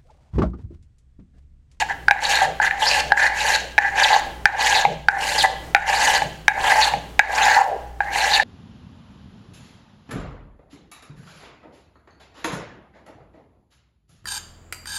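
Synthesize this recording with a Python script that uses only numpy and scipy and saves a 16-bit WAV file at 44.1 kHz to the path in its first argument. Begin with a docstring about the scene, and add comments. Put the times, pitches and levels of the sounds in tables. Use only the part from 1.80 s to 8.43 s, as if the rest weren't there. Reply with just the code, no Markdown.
"""In a workshop, a small hand plane chamfers a thin wooden stick whose far end rests on a board.
Taps of the sole ring damped stick modes; its slide excites mode groups with random friction grains.
The blade tears off shavings: coloured snaps, splinter chirps and rasping glides. Skids, ripples and
run-out scrapes go with each cut. A diffuse room tail follows; hum and rumble lie underneath.
Hard taps clip the recorder and duck its gain."""
import sys
import numpy as np
from scipy import signal
from scipy.fft import rfft, irfft, next_fast_len
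from scipy.io import wavfile
from scipy.ndimage import uniform_filter1d, map_coordinates

SR = 44100
rng = np.random.default_rng(int(sys.argv[2]) if len(sys.argv) > 2 else 0)


def store_wav(level_fs):
    """Save 16-bit WAV to argv[1]."""
    pcm = np.round(np.clip(np.atleast_2d(level_fs), -1, 1) * 32767)
    wavfile.write(sys.argv[1], SR, pcm.T.astype(np.int16))


N = 292559
TIME = np.arange(N) / SR  # s

# Mains hum. Each row: frequency in Hz, mean rms level in dB.
HUM_TONES = [(59.6, -43), (120, -56.5), (162, -53)]
# Low workshop rumble, spectrum shape. Each row: frequency in Hz, relative density in dB.
RUMBLE_SHAPE = [(22, 1), (52, -3), (80, -18), (200, -53)]
# Room noise floor, spectrum shape. Each row: frequency in Hz, relative density in dB.
FLOOR_SHAPE = [(45, -2), (90, -3.5), (210, -8), (300, -4), (700, -10), (2000, -19.5), (15000, -34.5)]
# Plane catches on the grain and the stick rings up. 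Each row: start in seconds, length in seconds,
# low mode gain in dB, upper mode gain in dB, blade gain in dB.
GRAIN_CATCHES = [(-0.01, 0.042, -23, -26.5, -26), (0.083, 0.049, -27, -25.5, -41.5),
                 (0.608, 0.054, -17.5, -23.5, -29.5), (0.812, 0.079, -24.5, -16.5, -30.5),
                 (1.366, 0.12, -23.5, -16.5, -28.5), (2.005, 0.091, -33, -17.5, -38.5),
                 (2.298, 0.083, -12.5, -25, -31), (3.632, 0.035, -17, -19.5, -27.5),
                 (4.896, 0.054, -13, -14.5, -46), (5.761, 0.072, -10.5, -35, -53)]
# Stick's low modes under the sliding sole. Each row: frequency in Hz, width in Hz, relative level in dB.
LOW_RUB_MODES = [(795.4, 23.4, 4), (854, 20, 1.5), (849, 79, 5.5), (978, 66, -9), (1276, 320, -35)]
# Stick's upper modes, likewise. Each row: frequency in Hz, width in Hz, relative level in dB.
UPPER_RUB_MODES = [(1628, 48, 5), (1743, 70, 3), (1988, 72, 1), (2430, 36, -7)]
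# Board under the stick. Each row: frequency in Hz, width in Hz, relative level in dB.
BOARD_MODES = [(498.5, 21, 4), (535, 4.6, 6.5), (589, 26, 5), (507, 89, -2.5)]
# Tearing fibres, spectrum shape. Each row: frequency in Hz, relative density in dB.
TEAR_SHAPE = [(900, -48), (1900, -2.5), (2800, 2), (3450, -6), (4350, -1), (5150, -8.5), (7000, -5),
              (8200, -21), (15000, -71)]
# Fizz of the fibres, spectrum shape. Each row: frequency in Hz, relative density in dB.
FIZZ_SHAPE = [(5000, -7.5), (7200, 2.5), (8600, -2), (10300, -3), (11400, -7), (12400, -9), (16000, -24)]
# Sole lands, bounces or slips off the end. Each row: start in seconds, upper mode pitch ratio,
# then relative levels in dB of low mode, upper mode and hard edge.
SOLE_TAPS = [(0.024, 0.96, -23, -23.5, -21), (0.283, 0.91, -19.5, -6, -19), (0.31, 0.95, -10.5, -8.5, -7),
             (0.8, 0.92, -18.5, -17.5, -35), (0.91, 1.05, -43, -17.5, -23), (1.32, 0.95, -10.5, -7, -28),
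             (1.98, 0.94, -20.5, -12, -11.5), (1.986, 1.01, -13.5, -6.5, -18),
             (2.6555, 0.91, -12.5, -4.5, -9), (2.658, 1.02, -31, -7.5, -18), (3.051, 1.2, -9.5, -23, -18),
             (3.285, 0.93, -17, -6.5, -18), (3.948, 0.85, -14, -12, -6.5), (3.9495, 1.04, -18, -13.5, -24),
             (3.964, 0.85, -27, -16, -20), (4.42, 1.016, -19, -28, -25.5), (4.681, 0.96, -15, -6.5, -5.5),
             (5.137, 1.04, -18, -33, -25.5), (5.393, 1.04, -13, -11, -6), (5.3965, 0.95, -17, -4, -13),
             (6.205, 0.93, -19.5, -17.5, -29), (6.358, 1.15, -22.5, -23, -29),
             (6.598, 1.02, -20, -12.5, -22)]
# Stick modes rung by a tap, damped by the hand. Each row: frequency in Hz, t60 in seconds,
# build-up time in seconds.
STICK_MODES = [(824.5, 0.045, 0.0011), (1719, 0.015, 0.0023), (2310, 0.0069, 0.00039),
               (3850, 0.015, 0.0006)]
# Decay of the room. Each row: frequency in Hz, t60 in seconds.
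ROOM_DECAY = [(200, 0.51), (2600, 0.54), (3100, 0.78), (3700, 0.49), (14000, 0.2)]
# Plane passes. Each row: sole lands in seconds, blade bites in seconds after landing, shaving parts
# in seconds after landing, time to full depth in seconds, glide offset in dB over GLIDE_LEVELS_DB,
# low mode gain in dB, upper mode gain in dB, blade gain in dB, swell from bite to parting in dB,
# relative fizz level in dB, run-out scrape level in dB, bench thud level in dB,
# ripple pitch at top speed in Hz, ripple level in dB ahead of the stick's response.
PLANE_PASSES = [(0.279, 0.108, 0.33, 0.067, 0.5, -24.5, -24.5, -24, 2.5, 2, -27, -39, 1890, -35),
                (0.798, 0.16, 0.41, 0.076, -3.5, -23, -27, -24, 6.5, 3, -35.5, -39, 2614, -40),
                (1.303, 0.21, 0.46, 0.067, -1, -29, -26.5, -25, 14.5, 3, -38, -40, 2486, -44),
                (1.98, 0.15, 0.42, 0.088, 3, -25.5, -23.5, -24, -7, 0.5, -42, -62, 2007, -31),
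                (2.654, 0.089, 0.37, 0.12, 4, -25, -26, -21, -4.5, 0.5, -27.5, -29, 1996, -28),
                (3.283, 0.078, 0.35, 0.054, 1, -33.5, -34.5, -28.5, 13.5, 7.5, -33.5, -41, 1800, -42.5),
                (3.95, 0.096, 0.431, 0.051, 2, -22, -25.5, -23, 9, 3, -32.5, -30, 1896, -31),
                (4.679, 0.063, 0.41, 0.12, 3.5, -19.5, -31, -26, 6, 5, -34, -31, 1909, -25.5),
                (5.395, 0.07, 0.45, 0.13, 3, -19, -24, -24, -8.5, 0.5, -22, -54, 1694, -20),
                (6.203, 0.083, 0.38, 0.083, -2.5, -23.5, -27.5, -26, 9, 4.5, -27, -44, 2203, -35)]
# Sole sliding before the bite. Columns: low mode, upper mode and blade gain, all in dB.
GLIDE_LEVELS_DB = (-28.5, -32.5, -48)
# Push peaks in mid-cut. Columns: loss at both ends for low mode, upper mode and blade, all in dB.
ARCH_LOSS_DB = (5.5, 1, 3)
# Rub of the rippled face at a middling speed, spectrum shape. Each row: frequency in Hz,
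# relative density in dB.
RIPPLE_SHAPE = [(520, -22.5), (1000, 2), (1350, -6.5), (2400, -37)]
# How the stick passes the ripple rub on. Each row: frequency in Hz, gain in dB.
STICK_RESPONSE = [(600, -3.5), (880, 1), (1250, -10), (1700, 1.5), (2600, -3.5)]
# Shaving chatters as it curls. Each row: start in seconds, length in seconds, start pitch in Hz,
# end pitch in Hz, level in dB.
SHAVING_RASPS = [(0.446, 0.013, 4250, 3830, -16.5), (1.06, 0.04, 4350, 5480, -17.5),
                 (2.23, 0.023, 5010, 2600, -16), (2.325, 0.029, 3947, 4223, -18.5),
                 (2.95, 0.05, 4540, 3245, -20.5), (3.579, 0.048, 4850, 3303, -16),
                 (5.012, 0.04, 4245, 3862, -16.5), (6.532, 0.032, 4260, 3960, -14.5)]
# Thud of the bench, spectrum shape. Each row: frequency in Hz, relative density in dB.
BENCH_SHAPE = [(85, -13), (150, 18), (300, -1), (900, -53)]

CATCH_EDGE_S = 0.0099  # rise and fall of a catch
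SETTLE_S = 0.0034  # sole settles on the wood
STICK_LAG_RATIO = 0.91  # build-up time of the stick's rub over that of the cut
TOP_HZ = 16000


def amp(db):
    """Decibels to gain."""
    return 10 ** (np.asarray(db) / 20)


def unit(x):
    """x at rms 1."""
    return x / np.sqrt(np.mean(x ** 2) + 1e-20)


def along(points, hz):
    """(Hz, value) points read on a log axis."""
    f, v = np.transpose(points)
    return np.interp(np.log(hz + 1), np.log(f), v)


def ramp(u):
    """Smooth step from 0 to 1 as u goes from 0 to 1."""
    return np.sin(np.pi / 2 * np.clip(u, 0, 1)) ** 2


def wobble(rate_hz):
    """Smooth random curve, rate_hz knots a second."""
    knots = rng.standard_normal(int(N * rate_hz / SR) + 4)
    return map_coordinates(knots, [TIME * rate_hz])


def filtered(x, response):
    """x times a response of frequency, through the FFT."""
    size = next_fast_len(N + SR // 2)
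    return irfft(rfft(x, size) * response(np.fft.rfftfreq(size, 1 / SR)), size)[:N]


def coloured(x, spectrum):
    """x through a (Hz, dB) spectrum, at rms 1."""
    return unit(filtered(x, lambda hz: amp(along(spectrum, hz))))


def background():
    """Uneven workshop rumble, noise floor and the wavering hum of mains equipment."""
    hum = np.zeros(N)
    for hz, db in HUM_TONES:
        level = amp(db + 2.5 * wobble(rate_hz=7)) * np.sqrt(2)
        hum += level * np.sin(2 * np.pi * hz * TIME + 0.91 * wobble(rate_hz=3.66))
    rumble_gain = amp(-55 + 2.7 * wobble(rate_hz=4.46))
    rumble = rumble_gain * coloured(rng.standard_normal(N), RUMBLE_SHAPE)
    floor_gain = amp(-44.0 + 2.96 * wobble(rate_hz=6.2))
    return hum + rumble + floor_gain * coloured(rng.standard_normal(N), FLOOR_SHAPE)


def catches():
    """Gains of low mode, upper mode and blade while the plane catches on the grain."""
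    gains = np.zeros((3, N))
    for start_s, length_s, *levels_db in GRAIN_CATCHES:
        span = (TIME >= start_s) & (TIME < start_s + length_s)
        t = TIME[span] - start_s
        edges = ramp(np.minimum(t, length_s - t) / CATCH_EDGE_S)
        gains[:, span] += amp(levels_db)[:, None] * edges
    return gains


def grit(rate_hz, spread_db):
    """Tiny fibre snaps at random moments, a few much larger than the rest."""
    snaps = rng.random(N) < rate_hz / SR
    return snaps * rng.standard_normal(N) * amp(spread_db * rng.standard_normal(N))


def rubbed(modes, skirt_hz):
    """Friction grains ring a group of neighbouring modes; rms 1."""
    def peak(f, centre_hz, width_hz):
        return 1j * f * width_hz / (centre_hz ** 2 - f ** 2 + 1j * f * width_hz)

    rings = np.zeros(N)
    for hz, width_hz, db in modes:
        grains = grit(rate_hz=2500, spread_db=5.0)
        rings += filtered(grains, lambda f: amp(db) * peak(f, hz, width_hz) * peak(f, hz, skirt_hz))
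    return unit(rings)


def sole(low_gain, upper_gain, blade_gain, loaded_db):
    """The sliding sole rubs the stick's modes; the push of the cut also shakes the board beneath."""
    # lightly touched, the stick rings in its first modes; a biting blade spreads the ring over all
    load = blade_gain / (blade_gain + amp(loaded_db))

    def blend(modes, free_count, skirt_hz):
        free = rubbed(modes[:free_count], skirt_hz)
        pressed = rubbed(modes, skirt_hz)
        return np.sqrt(1 - load) * free + np.sqrt(load) * pressed

    low = blend(LOW_RUB_MODES, free_count=1, skirt_hz=440)
    upper = blend(UPPER_RUB_MODES, free_count=2, skirt_hz=1130)
    board_gain = amp(-13.5) * np.sqrt(low_gain * blade_gain)
    board = board_gain * rubbed(BOARD_MODES, skirt_hz=597)
    stick_slip = amp(2.27 * wobble(rate_hz=75))  # sole catches and slips on the grain
    return stick_slip * (low_gain * low + upper_gain * upper + board)


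def patchy(x, depth_db):
    """The colour of x shifts from moment to moment as the wood grain passes."""
    z = signal.stft(x, nperseg=256)[2]
    across_hz = uniform_filter1d(rng.standard_normal(z.shape), size=6, axis=0)
    field = uniform_filter1d(across_hz, size=5, axis=1)
    return signal.istft(z * amp(depth_db * unit(field)), nperseg=256)[1][:N]


def glides(rows, width_hz):
    """Rough chirps: narrow chatter gliding in pitch; rows (s, length s, start Hz, end Hz, dB)."""
    out = np.zeros(N)
    chatter = unit(wobble(width_hz)) + 1j * unit(wobble(width_hz))
    for start_s, length_s, start_hz, end_hz, db in rows:
        span = slice(*np.searchsorted(TIME, [start_s, start_s + length_s]))
        u = (TIME[span] - start_s) / length_s
        phase = 2 * np.pi * np.cumsum(start_hz + (end_hz - start_hz) * u) / SR
        envelope = amp(db) * np.sqrt(np.abs(np.sin(np.pi * u)))
        out[span] += envelope * np.real(chatter[span] * np.exp(1j * phase))
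    return out


def splinters(centre_hz, spread, length_s, count):
    """Clumps of fibres give way in turn, each a brief chirp of its own pitch and size; rms 1."""
    starts_s = np.linspace(0, TIME[-1], count) + rng.normal(0, length_s, count)
    draws = np.clip(rng.standard_normal((count, 3)), -2, 2)
    rows = []
    for start_s, (pitch, slope, size) in zip(starts_s, draws):
        start_hz = centre_hz * np.exp(spread * pitch)
        end_hz = start_hz * np.exp(.15 * slope)
        rows.append((start_s, length_s * np.exp(.4 * size), start_hz, end_hz, 3 * size))
    return unit(glides(rows, width_hz=900))


def current_pass():
    """Columns of the pass under way, one value per sample."""
    columns = np.transpose(PLANE_PASSES)
    return columns[:, np.clip(np.searchsorted(columns[0], TIME) - 1, 0, None)]


def blade(gain):
    """Fibres tear in uneven bursts, splinter in clumps more as the gain rises, and fizz."""
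    fizz_db = current_pass()[9]
    bursts_db = 1.67 * wobble(rate_hz=70)
    tearing = coloured(patchy(grit(rate_hz=3500, spread_db=2.5), depth_db=4.0), TEAR_SHAPE)
    clumps = coloured(splinters(centre_hz=3723, spread=.34, length_s=.012, count=500), TEAR_SHAPE)
    share = .5 * gain / (gain + amp(-29))  # power share of the clumps
    hiss = coloured(patchy(grit(rate_hz=8300, spread_db=-0.5), depth_db=2.0), FIZZ_SHAPE)
    fizz = amp(fizz_db - 14.0) * hiss
    return gain * amp(bursts_db) * (np.sqrt(1 - share) * tearing + np.sqrt(share) * clumps + fizz)


def taps(ring_db, crack_db, crack_t60_s, top_mode_db):
    """Contacts ring the stick; landing spot shifts the upper pitch, a hard edge wakes the top two."""
    out, t = np.zeros(N + SR), np.arange(SR // 8) / SR
    for start_s, ratio, low_db, upper_db, edge_db in SOLE_TAPS:
        hit = amp(edge_db + crack_db - 60 * t / crack_t60_s) * rng.standard_normal(len(t))
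        hit = signal.lfilter([1 / 3], [1, -2 / 3], hit)  # wood softens the crack
        levels_db = (low_db, upper_db, edge_db, edge_db + top_mode_db)
        modes = zip(STICK_MODES, levels_db, (1, ratio, 1, 1))
        for order, ((hz, t60_s, build_s), db, shift) in enumerate(modes):
            swell = amp(-60 * t / t60_s) * (1 - np.exp(-t / build_s))
            pitch_hz = hz * shift * (1 + .012 * rng.standard_normal())
            level = (-1) ** order * amp(db + ring_db)  # signs alternate
            hit += level * swell / swell.max() * np.sin(2 * np.pi * pitch_hz * t)
        out[round(start_s * SR):][:len(t)] += hit
    return out[:N]


def room(x, decay):
    """x through a diffuse echo 4 ms later; decay(Hz) is its t60 in seconds."""
    hz, t, z = signal.stft(rng.standard_normal(SR // 2), SR, nperseg=256)
    tail = signal.istft(z * amp(-60 * t / decay(hz)[:, None]), SR, nperseg=256)[1]
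    return signal.fftconvolve(x, np.pad(tail / np.linalg.norm(tail), (SR // 250, 0)))[:N]


def strokes(lift_db_per_s, drop_db, fade_db_per_s):
    """Gains of low mode, upper mode and blade: glide, bite, an arched push, release."""
    land, bite, part, rise, glide_db, low_db, upper_db, blade_db, swell_db = current_pass()[:9]
    t = TIME - land
    progress = np.clip((t - bite) / (part - bite), 0, 1)
    since = np.maximum(t - part, 0)
    contact = ramp(t / SETTLE_S)
    depth = ramp((t - bite) / rise)
    pressure = ramp((t - bite) / (rise * STICK_LAG_RATIO))
    lifted = amp(-lift_db_per_s * since)
    parted = amp(-drop_db * (since > 0) - fade_db_per_s * since)
    layers = [(low_db, pressure, lifted), (upper_db, pressure, lifted), (blade_db, depth, parted)]
    gains = []
    for (db, attack, release), base_db, arch_db in zip(layers, GLIDE_LEVELS_DB, ARCH_LOSS_DB):
        push = amp(db + swell_db * (progress - .5) - arch_db * (2 * progress - 1) ** 2)
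        gains.append(contact * release * np.hypot(amp(base_db + glide_db), attack * push))
    return np.array(gains)


def skids(length_s, start_hz, end_hz, skid_db):
    """Just as the blade bites, the sole skids with rising pitch."""
    rows = [(land + bite - length_s / 2, length_s, start_hz, end_hz, skid_db)
            for land, bite, *_ in PLANE_PASSES]
    return glides(rows, width_hz=360)


def ripples(slow_hz, coast_s):
    """Ripples of the cut face rub broadly through the stick, pitch following the plane's speed."""
    land, bite, part, *_, top_hz, ripple_db = current_pass()
    u = np.clip((TIME - land - bite) / (part + coast_s - bite), 0, 1)
    hz = slow_hz + (top_hz - slow_hz) * np.sin(np.pi * u) ** 2
    face = coloured(grit(rate_hz=4000, spread_db=3.5), RIPPLE_SHAPE)
    travelled = np.cumsum(hz / RIPPLE_SHAPE[1][0])  # samples of face passed over
    envelope = amp(ripple_db) * np.sqrt(np.abs(np.sin(np.pi * u)))
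    rub = envelope * map_coordinates(face, [travelled], mode="wrap")
    return filtered(rub, lambda f: amp(along(STICK_RESPONSE, f)))


def rasps():
    """The shaving chatters in a narrow gliding band as it curls."""
    return glides(SHAVING_RASPS, width_hz=1300)


def run_out(length_s, start_hz, end_hz):
    """After each cut the heel scrapes off the tip with falling pitch; the bench thuds softly."""
    scrapes, thud = [], np.zeros(N)
    for land, _, part, *_, scrape_db, thud_db, _, _ in PLANE_PASSES:
        scrapes.append((land + part, length_s, start_hz, end_hz, scrape_db))
        t = np.maximum(TIME - land - part - .03, 0)
        thud += amp(thud_db - 60 * t / 0.5) * (1 - np.exp(-t / 0.022))
    return glides(scrapes, width_hz=440) + thud * coloured(rng.standard_normal(N), BENCH_SHAPE)


def scene():
    """Planing and taps; bench and near walls answer the taps, then the room dies away."""
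    stroke_gains = strokes(lift_db_per_s=600, drop_db=13.5, fade_db_per_s=99)
    low, upper, cutting = np.hypot(stroke_gains, catches())
    rubbing = sole(low, upper, cutting, loaded_db=-36.5) + ripples(slow_hz=563.6, coast_s=.09)
    sliding = skids(length_s=0.127, start_hz=1725, end_hz=2300, skid_db=-36)
    sliding += run_out(length_s=0.1253, start_hz=760, end_hz=557)
    planing = rubbing + sliding + blade(cutting) + rasps()
    knocks = taps(ring_db=8.5, crack_db=-10.0, crack_t60_s=0.027, top_mode_db=-18)
    near = amp(-13.5) * room(knocks, lambda hz: np.full_like(hz, .09))
    far_send = amp(-10.0) * planing + amp(-15) * knocks
    far = room(far_send, lambda hz: along(ROOM_DECAY, hz))
    return (planing + knocks + near + far + background())[None]


def ducked(x, threshold_db, attack_s, release_db_per_s):
    """Gain control: turns down a few ms after a loud sound, then recovers at a steady dB rate."""
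    keep = np.exp(-1 / (attack_s * SR))
    level_db = 20 * np.log10(signal.lfilter([1 - keep], [1, -keep], np.abs(x)) + 1e-9)
    recovery_db = release_db_per_s * TIME
    held_db = np.maximum.accumulate(level_db + recovery_db) - recovery_db
    return x * amp(-np.maximum(held_db - threshold_db, 0))


def record(dry):
    """Gain control too slow for the taps, which clip softly; nothing is kept from TOP_HZ up."""
    x = ducked(dry[0], threshold_db=-13.5, attack_s=0.006, release_db_per_s=31.5)
    knee = 8  # higher is harder
    clipped = x / (1 + np.abs(x) ** knee) ** (1 / knee)
    return filtered(clipped, lambda hz: hz < TOP_HZ)[None]


dry = scene()
out = record(dry)
store_wav(out)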